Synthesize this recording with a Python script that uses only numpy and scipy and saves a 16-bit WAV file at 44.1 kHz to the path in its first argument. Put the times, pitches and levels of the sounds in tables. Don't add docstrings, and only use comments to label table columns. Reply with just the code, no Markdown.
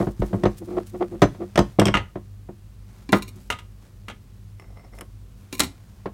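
import sys
import numpy as np
from scipy import signal
from scipy.fft import rfft, irfft
from scipy.io import wavfile
from scipy.ndimage import uniform_filter1d

SR = 44100
rng = np.random.default_rng(int(sys.argv[2]) if len(sys.argv) > 2 else 0)


def to_wav(sig):
    pcm = np.clip(np.atleast_2d(sig), -1, 1) * 32767
    pcm = np.round(pcm).astype(np.int16)
    wavfile.write(sys.argv[1], SR, pcm.T)


N = 270333
TIME = np.arange(N) / SR
AGE = TIME[:SR // 2]

# frequency in Hz, relative level in dB, time to decay by 60 dB in seconds.
PIPE_MODES = [(345, -4, .15), (373, -2, .14), (505, -6, .09), (585, 2, .07), (735, 0, .07),
              (1012, -13, .08), (1395, -16, .1), (1830, -15, .09), (1950, -20, .07), (2778, -30, .08),
              (3400, -15, .05), (4038, -33, .13), (5100, -36, .12), (5942, -29, .12), (6272, -27, .11),
              (7620, -36, .12)]
SCISSOR_MODES = [(278.8, 6, 0.12), (384, -6, 0.21), (1028, -3, 0.11), (2360, 3.5, 0.066), (2750, -2.5, .09),
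                 (3810, -5.5, 0.045), (4230, -7, 0.046), (3960, -10, 0.088), (5600, -7.5, 0.062),
                 (6700, -9, 0.17), (8400, -13.5, .09)]
BLADE_MODES = [(675, -11, 0.019), (1200, 2.5, 0.018), (2070, 3, 0.028), (5350, -4.5, 0.033),
               (8600, -16.5, 0.018)]
# frequency in Hz, relative level in dB.
SCISSOR_SPECTRUM = [(150, -5.5), (600, -4.5), (1100, -5), (2000, -1.5), (3100, -5.5), (3950, 3.5),
                    (5000, -3.5), (8000, -0.5), (11000, -1.5), (15500, -4)]


def amp(db):
    return 10 ** (np.asarray(db) / 20)


def unit(x):
    return x / np.sqrt(np.mean(x ** 2))


def unit_attack(x):
    return x / np.sqrt(np.mean(x[:int(.015 * SR)] ** 2))


def fade(t60):
    return np.exp(-np.log(1000) * AGE / t60)


def lowpass(x, hz):
    return signal.sosfilt(signal.butter(1, min(hz, .45 * SR), fs=SR, output="sos"), x)


def resonate(x, hz, width):
    return signal.lfilter(*signal.iirpeak(hz, hz / width, fs=SR), x)


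def colour(x, points):
    size = 4096
    hz, db = np.transpose(points)
    bins = np.maximum(np.arange(size // 2 + 1) * SR / size, 1)
    gain = amp(np.interp(np.log(bins), np.log(hz), db))
    cepstrum = irfft(np.log(gain))
    cepstrum[1:size // 2] *= 2
    cepstrum[size // 2 + 1:] = 0
    return signal.fftconvolve(x, irfft(np.exp(rfft(cepstrum))))[:len(x)]


def add(track, s, sound):
    start = max(int(s * SR), 0)
    track[start:start + len(sound)] += sound[:N - start]


def burst(low_t60, high_t60, split_hz):
    noise = rng.standard_normal(len(AGE))
    low = lowpass(noise, split_hz)
    return low * fade(low_t60) + (noise - low) * fade(high_t60)


def ring(modes):
    return unit_attack(sum((-1) ** k * amp(db) * fade(t60) * np.sin(2 * np.pi * hz * AGE)
                           for k, (hz, db, t60) in enumerate(modes)))


def contact(body, hz, thud_db):
    body = body + (amp(thud_db) - 1) * lowpass(body, hz=220)
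    return unit_attack(lowpass(lowpass(body, hz), hz))


def taps(events, modes, spectrum, modes_db, low_t60, high_t60):
    out, tone = np.zeros(N), ring(modes)
    for s, db, cutoff_hz, thud_db, ring_db in events:
        crack = unit_attack(colour(burst(low_t60, high_t60, split_hz=1500), spectrum))
        body = crack + amp(modes_db + ring_db) * tone
        add(out, s, amp(db) * contact(body, cutoff_hz, thud_db))
    return out


def slips(rate, spread_db):
    return (rng.random(N) < rate / SR) * amp(spread_db * rng.standard_normal(N)) * rng.choice([-1, 1], N)


def strokes(events, attack_s, release_s):
    gain = np.zeros(N)
    for s, length, db in events:
        away = np.maximum(s - TIME, 0) / attack_s + np.maximum(TIME - s - length, 0) / release_s
        gain = np.maximum(gain, amp(db) * np.exp(-np.log(1000) * away))
    return gain + 1e-9


def scrape(modes, spectrum, spread_db, width_hz, modes_db):
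    drive = slips(1500, spread_db)
    tone = sum(amp(db) * resonate(resonate(drive, hz, width_hz + hz / 20), hz, 3 * width_hz + hz / 20)
               for hz, db, _ in modes)
    return unit(unit(colour(drive, spectrum)) + amp(modes_db) * unit(tone))


def room(x, near_db, tail_db, low_t60, high_t60):
    response = np.zeros(len(AGE))
    for delay_s, db in [(.0036, -13), (.0058, -7), (.0095, -9), (.0205, -12)]:
        response[int(delay_s * SR)] += amp(near_db + db)
    tail = burst(low_t60, high_t60, split_hz=9600) * (1 - np.exp(-(AGE / 0.012) ** 2))
    tail = colour(tail, [(100, 13.0), (500, -2.5), (2500, -3), (6000, -3), (15000, -0.5)])
    response += amp(tail_db) * tail / np.sqrt(np.sum(tail ** 2))
    return x + signal.fftconvolve(x, lowpass(response, 11000))[:N]


def background(air_db=-46, waver_db=-1.5):
    # frequency in Hz, relative spectral density in dB.
    air_spectrum = [(15, -33.5), (25, -20), (49, -2), (70, -17.5), (102, -2), (137, -18.5), (200, -19),
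                    (263, -27), (394, -31), (911, -46), (1100, -40), (1400, -46), (2690, -46.5),
                    (16000, -53)]
    # frequency in Hz, level in dB.
    hum_lines = [(49, -49.5), (100, -49.5), (199, -62)]
    out = amp(air_db) * unit(colour(rng.standard_normal(N), air_spectrum))
    for hz, db in hum_lines:
        waver = unit(lowpass(lowpass(rng.standard_normal(N), 4), 4))
        out += amp(db + waver_db * waver) * unit(np.sin(2 * np.pi * (hz * TIME + rng.random())))
    return out


def rustle(catch_db=6.5, resting_db=-67.5):
    # start in seconds, length in seconds, level in dB.
    arm_moves = [(0, 0.026, -46), (.2, 0.33, -55), (.7, 0.12, -54), (.95, 0.77, -59.5), (2.9, 0.13, -60),
                 (3.37, 0.011, -57.5), (3.83, 0.03, -61), (5.4, 0.62, -64)]
    glove_rubs = [(.01, 0.1, -57), (.195, 0.0071, -52), (.26, 0.06, -56), (.575, 0.013, -51),
                  (.72, .1, -77), (.89, 0.036, -56.5), (1.665, .005, -58), (3.045, 0.012, -61),
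                  (3.4, .04, -60.5), (4.97, 0.011, -57), (5.38, 0.041, -68)]
    # frequency in Hz, relative level in dB.
    fibre = [(200, 1.5), (700, 1.5), (1500, -2.5), (3000, -9), (5000, -10), (9000, -13.5), (15000, -19.5)]
    rubber = [(500, -8.5), (2000, -5), (6000, -1), (10000, -1.5), (15000, -6.5)]
    sliding = colour(slips(rate=3500, spread_db=4.5), fibre)
    catching = unit(lowpass(lowpass(rng.standard_normal(N), 20), 20))
    scratches = colour(slips(rate=1600, spread_db=3), rubber) * amp(catch_db * catching)
    motion = np.hypot(strokes(arm_moves, attack_s=0.32, release_s=0.36), amp(resting_db))
    return unit(sliding) * motion + unit(scratches) * strokes(glove_rubs, attack_s=0.17, release_s=0.29)


def blade_cuts():
    # start in seconds, length in seconds, level in dB.
    bites = [(4.605, 0.12, -57), (4.765, 0.043, -51.5), (4.846, 0.014, -49.5), (4.934, .012, -49),
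             (4.975, 0.0092, -46.5)]
    # frequency in Hz, relative level in dB.
    spectrum = [(200, 9.5), (700, 11.5), (2000, -16), (3500, -33), (15000, -31)]
    rasp = scrape(BLADE_MODES, spectrum, spread_db=5, width_hz=34, modes_db=-10)
    return rasp * strokes(bites, attack_s=0.08, release_s=0.13)


def blade_snips():
    # start in seconds, level in dB, contact cut-off in Hz, thud in dB, ring in dB.
    snips = [(4.5976, -47.5, 8900, 11, 1.5), (4.621, -53, 4000, 16, -4), (4.6434, -56, 2980, 12, 8),
             (4.7722, -55, 4000, 2, 2), (4.795, -58, 4000, -4, 8), (4.9358, -54, 5000, -5, 11),
             (4.9872, -47.5, 13000, -1, -3), (5.0096, -39.5, 16000, 10.5, -8)]
    # frequency in Hz, relative level in dB.
    crack_spectrum = [(300, -9.5), (1200, -11), (2800, -7), (4300, -25), (6500, -18), (10000, -8.5),
                      (13000, -18), (15500, -33)]
    return taps(snips, BLADE_MODES, crack_spectrum, modes_db=0.5, low_t60=0.032, high_t60=0.021)


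def scissor_slides():
    # start in seconds, length in seconds, level in dB.
    slides = [(3.145, .04, -40), (3.224, .006, -38), (3.28, .013, -43), (5.53, .025, -39.5),
              (5.57, .05, -47.5), (5.635, .015, -34)]
    skid = scrape(SCISSOR_MODES, SCISSOR_SPECTRUM, spread_db=4.5, width_hz=120, modes_db=0)
    return skid * strokes(slides, attack_s=0.02, release_s=0.043)


def scissor_rattles():
    # start in seconds, level in dB, contact cut-off in Hz, thud in dB, ring in dB.
    hits = [(3.091, -28, 3950, 14.5, 9), (3.1225, -27.5, 16000, 12, 7), (3.129, -16, 1600, -25, -6),
            (3.2227, -38, 14750, -23, 13), (5.5269, -31, 10130, 8.5, 7), (5.595, -23, 16100, -29, -1),
            (5.6025, -15.5, 11800, 5, -5), (5.619, -28, 7000, 10.5, 1), (5.634, -29.5, 7950, 12, -2.5)]
    return taps(hits, SCISSOR_MODES, SCISSOR_SPECTRUM, modes_db=-10, low_t60=0.058, high_t60=0.031)


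def handle_clacks():
    # start in seconds, level in dB, contact cut-off in Hz, thud in dB, ring in dB.
    hits = [(1.9406, -17, 5600, 5, 3), (1.951, -19.5, 5630, 9, -1), (1.970, -21, 4770, 6.5, -2.5),
            (3.1285, -18.5, 1500, -7, 16), (3.502, -22, 12800, -2, -0.5), (3.523, -32, 9000, -4, -7),
            (3.5873, -41.5, 12000, 2, -3), (4.083, -35, 11000, 12, -6), (4.099, -39, 7000, -8, -15),
            (4.111, -49.5, 5970, -15, -12)]
    # frequency in Hz, relative level in dB, 60 dB decay time in seconds.
    handle_modes = [(957, -3, 0.053), (1237, -6.5, 0.16), (1397, -0.5, 0.041), (2045, 1, 0.027),
                    (2810, -1.5, 0.052), (3020, -2.5, 0.02), (6860, -23, 0.036)]
    # frequency in Hz, relative level in dB.
    crack_spectrum = [(150, -9), (450, -7), (700, -9), (1050, -9), (2900, -5), (3800, -9.5), (5000, -19),
                      (6000, -16), (9000, -18), (15000, -23.5)]
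    return taps(hits, handle_modes, crack_spectrum, modes_db=3, low_t60=0.11, high_t60=0.064)


def shaft_clinks():
    # start in seconds, level in dB, contact cut-off in Hz, thud in dB, ring in dB.
    hits = [(.4365, -42, 9200, -5, -19), (1.5575, -24, 7280, 23.5, -20), (1.591, -26, 9000, 9, -9),
            (1.7965, -20, 9640, 15.5, -1), (1.816, -40, 12000, 0.5, -5.5), (1.8553, -23.5, 11000, -0.5, 7),
            (1.869, -27, 6900, 2, -13), (1.876, -34.5, 9000, 0, 3.5), (1.883, -25, 3500, -5, -5)]
    # frequency in Hz, relative level in dB, 60 dB decay time in seconds.
    shaft_modes = [(980, -9, 0.046), (3230, 8, 0.041), (3150, -5, .05), (5380, -2, 0.068), (6150, -28, .12),
                   (8300, -3, .07)]
    # frequency in Hz, relative level in dB.
    crack_spectrum = [(150, -5.5), (900, 0), (1600, -2.5), (3000, 1.5), (4200, -10.5), (5400, -0.5),
                      (7000, -9), (8500, -2.5), (10200, -13), (12000, -9), (15500, -14.5)]
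    return taps(hits, shaft_modes, crack_spectrum, modes_db=-11, low_t60=0.039, high_t60=0.025)


def pipe_pings(above_hz=3700, sustain=1.1):
    # start in seconds, level in dB.
    hits = [(.455, -51), (1.226, -36), (1.59, -40)]
    out = np.zeros(N)
    tone = ring([(hz, db, sustain * t60) for hz, db, t60 in PIPE_MODES if hz > above_hz])
    for s, db in hits:
        add(out, s, amp(db) * tone)
    return out


def pipe_scrub(tilt=0.73, firm_db=-21):
    # start in seconds, length in seconds, level in dB.
    shoves = [(.005, 0.009, -22), (.31, 0.12, -37.5), (.62, 0.0057, -32.5), (.685, 0.08, -31),
              (.774, 0.01, -20.5), (.948, 0.0034, -26.5), (1.014, 0.011, -19.5), (1.123, 0.032, -32.5),
              (1.408, 0.024, -27.5), (3.365, 0.012, -50.5)]
    # frequency in Hz, bandwidth in Hz, gain under a firm push in dB.
    resonances = [(200, 57, -13.5), (353.7, 9.8, 0.5), (465, 130, -6.5), (667.3, 70, -7),
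                  (1160, 210, -14.5), (1660, 650, -24), (2930, 200, -35.5)]
    out, drive = np.zeros(N), slips(rate=430, spread_db=1.0)
    push = strokes(shoves, attack_s=0.049, release_s=0.13)
    firmness = np.minimum(push / amp(firm_db), 1)
    for hz, width, db in resonances:
        tone = resonate(resonate(drive, hz, width), hz, hz / 4)
        tone /= np.sqrt(uniform_filter1d(tone ** 2, SR // 50) + 1e-12)
        octaves = np.clip(np.log2(hz / 345), -2, 1)
        out += amp(db) * tone * firmness ** (tilt * octaves)
    return out * push


def bench_knocks(crowd_db=-2, pipe_db=-1):
    # start in seconds, level in dB, contact cut-off in Hz, thud in dB, pipe ring in dB.
    blows = [ (.003, -19, 1500, 7, -26), (0.027, -27.5, 1500, -8, 7), (0.0701, -20.5, 1700, 13, -7),
             (.194, -19.5, 88.8, 20, -30), (0.2195, -19.5, 1900, 6.5, -0.5), (0.33, -22.5, 1700, 8.5, -2.5),
             (0.34, -21, 1600, 19, -5), (0.4352, -15.5, 3000, 8.5, 0), (.455, -13.5, 2700, 3, 0),
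             (1.2191, -8, 6500, 2.5, -0.5), (1.226, -9.5, 1700, 0.5, -3.5), (1.347, -45, 6000, -17, 0),
             (1.576, -12, 7000, -8.5, 4), (1.5879, -9, 1300, -1.5, -9), (1.787, -9.5, 900, -5, -8),
             (1.7967, -19.5, 2000, 1, -11), (1.8162, -14.5, 1900, -2, -9), (1.86, -16.5, 900, 5, -9),
             (1.886, -19, 2000, 5, -23.5), (1.945, -21.5, 1500, 8.5, -18), (2.1563, -27.5, 1600, 5.5, -1.5),
             (2.488, -34, 1000, 9, -3), (3.128, -12, 4000, -13.5, -21.5), (3.1373, -16.5, 1400, -6, -4),
             (5.014, -40, 2500, -12, -35), (5.529, -42, 700, 6, -26), (6.0574, -26, 1800, -7, -9)]
    # frequency in Hz, relative level in dB, 60 dB decay time in seconds.
    bench_modes = [(52.3, -10, .15), (110.6, -2, 0.09), (154, -14, 0.21), (151, -11.5, 0.033),
                   (198, 1.5, 0.11), (277, -8.5, 0.15), (306, 2, 0.061), (381, 0.5, 0.08),
                   (472.5, -3.5, 0.086), (500, -16.5, .06), (680, -1.5, 0.089), (772, -5.5, 0.017),
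                   (914.5, -5.5, .06), (1080, -12, 0.14), (1258, -11, 0.09), (1440, -25.5, .06)]
    # frequency in Hz, relative level in dB.
    crowd_spectrum = [(50, -24.5), (150, -8), (400, 1.5), (750, -5), (1250, -7), (2000, -8.5), (2600, -14),
                      (3500, -14), (5000, -17.5), (9000, -22), (15000, -19)]
    out, bench, pipe = np.zeros(N), ring(bench_modes), ring(PIPE_MODES)
    for s, db, cutoff_hz, thud_db, ring_db in blows:
        crowd = unit_attack(colour(burst(low_t60=0.11, high_t60=0.075, split_hz=1100), crowd_spectrum))
        body = bench + amp(crowd_db) * crowd + amp(pipe_db + ring_db) * pipe
        add(out, s, amp(db) * contact(body, cutoff_hz, thud_db))
    return out


def scene():
    tools = handle_clacks() + shaft_clinks() + scissor_rattles()
    cutting = blade_snips() + blade_cuts()
    tools += scissor_slides()
    heavy = room(bench_knocks() + pipe_pings(), near_db=-25.5, tail_db=-14, low_t60=0.21, high_t60=0.5)
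    light = room(tools, near_db=-15, tail_db=-13, low_t60=0.22, high_t60=0.13)
    close = room(cutting + rustle(), near_db=-16.5, tail_db=-18.5, low_t60=0.16, high_t60=0.26)
    return (heavy + light + close + pipe_scrub() + background())[None]


def record(dry):
    bottom_hz, top_hz, ceiling = 33, 16000, 0.92
    thinned = signal.sosfilt(signal.butter(3, bottom_hz, "high", fs=SR, output="sos"), dry)
    rounded = thinned / (1 + (thinned / ceiling) ** 4) ** .25
    return signal.sosfilt(signal.ellip(8, .2, 70, top_hz, fs=SR, output="sos"), rounded)


dry = scene()
out = record(dry)
to_wav(out)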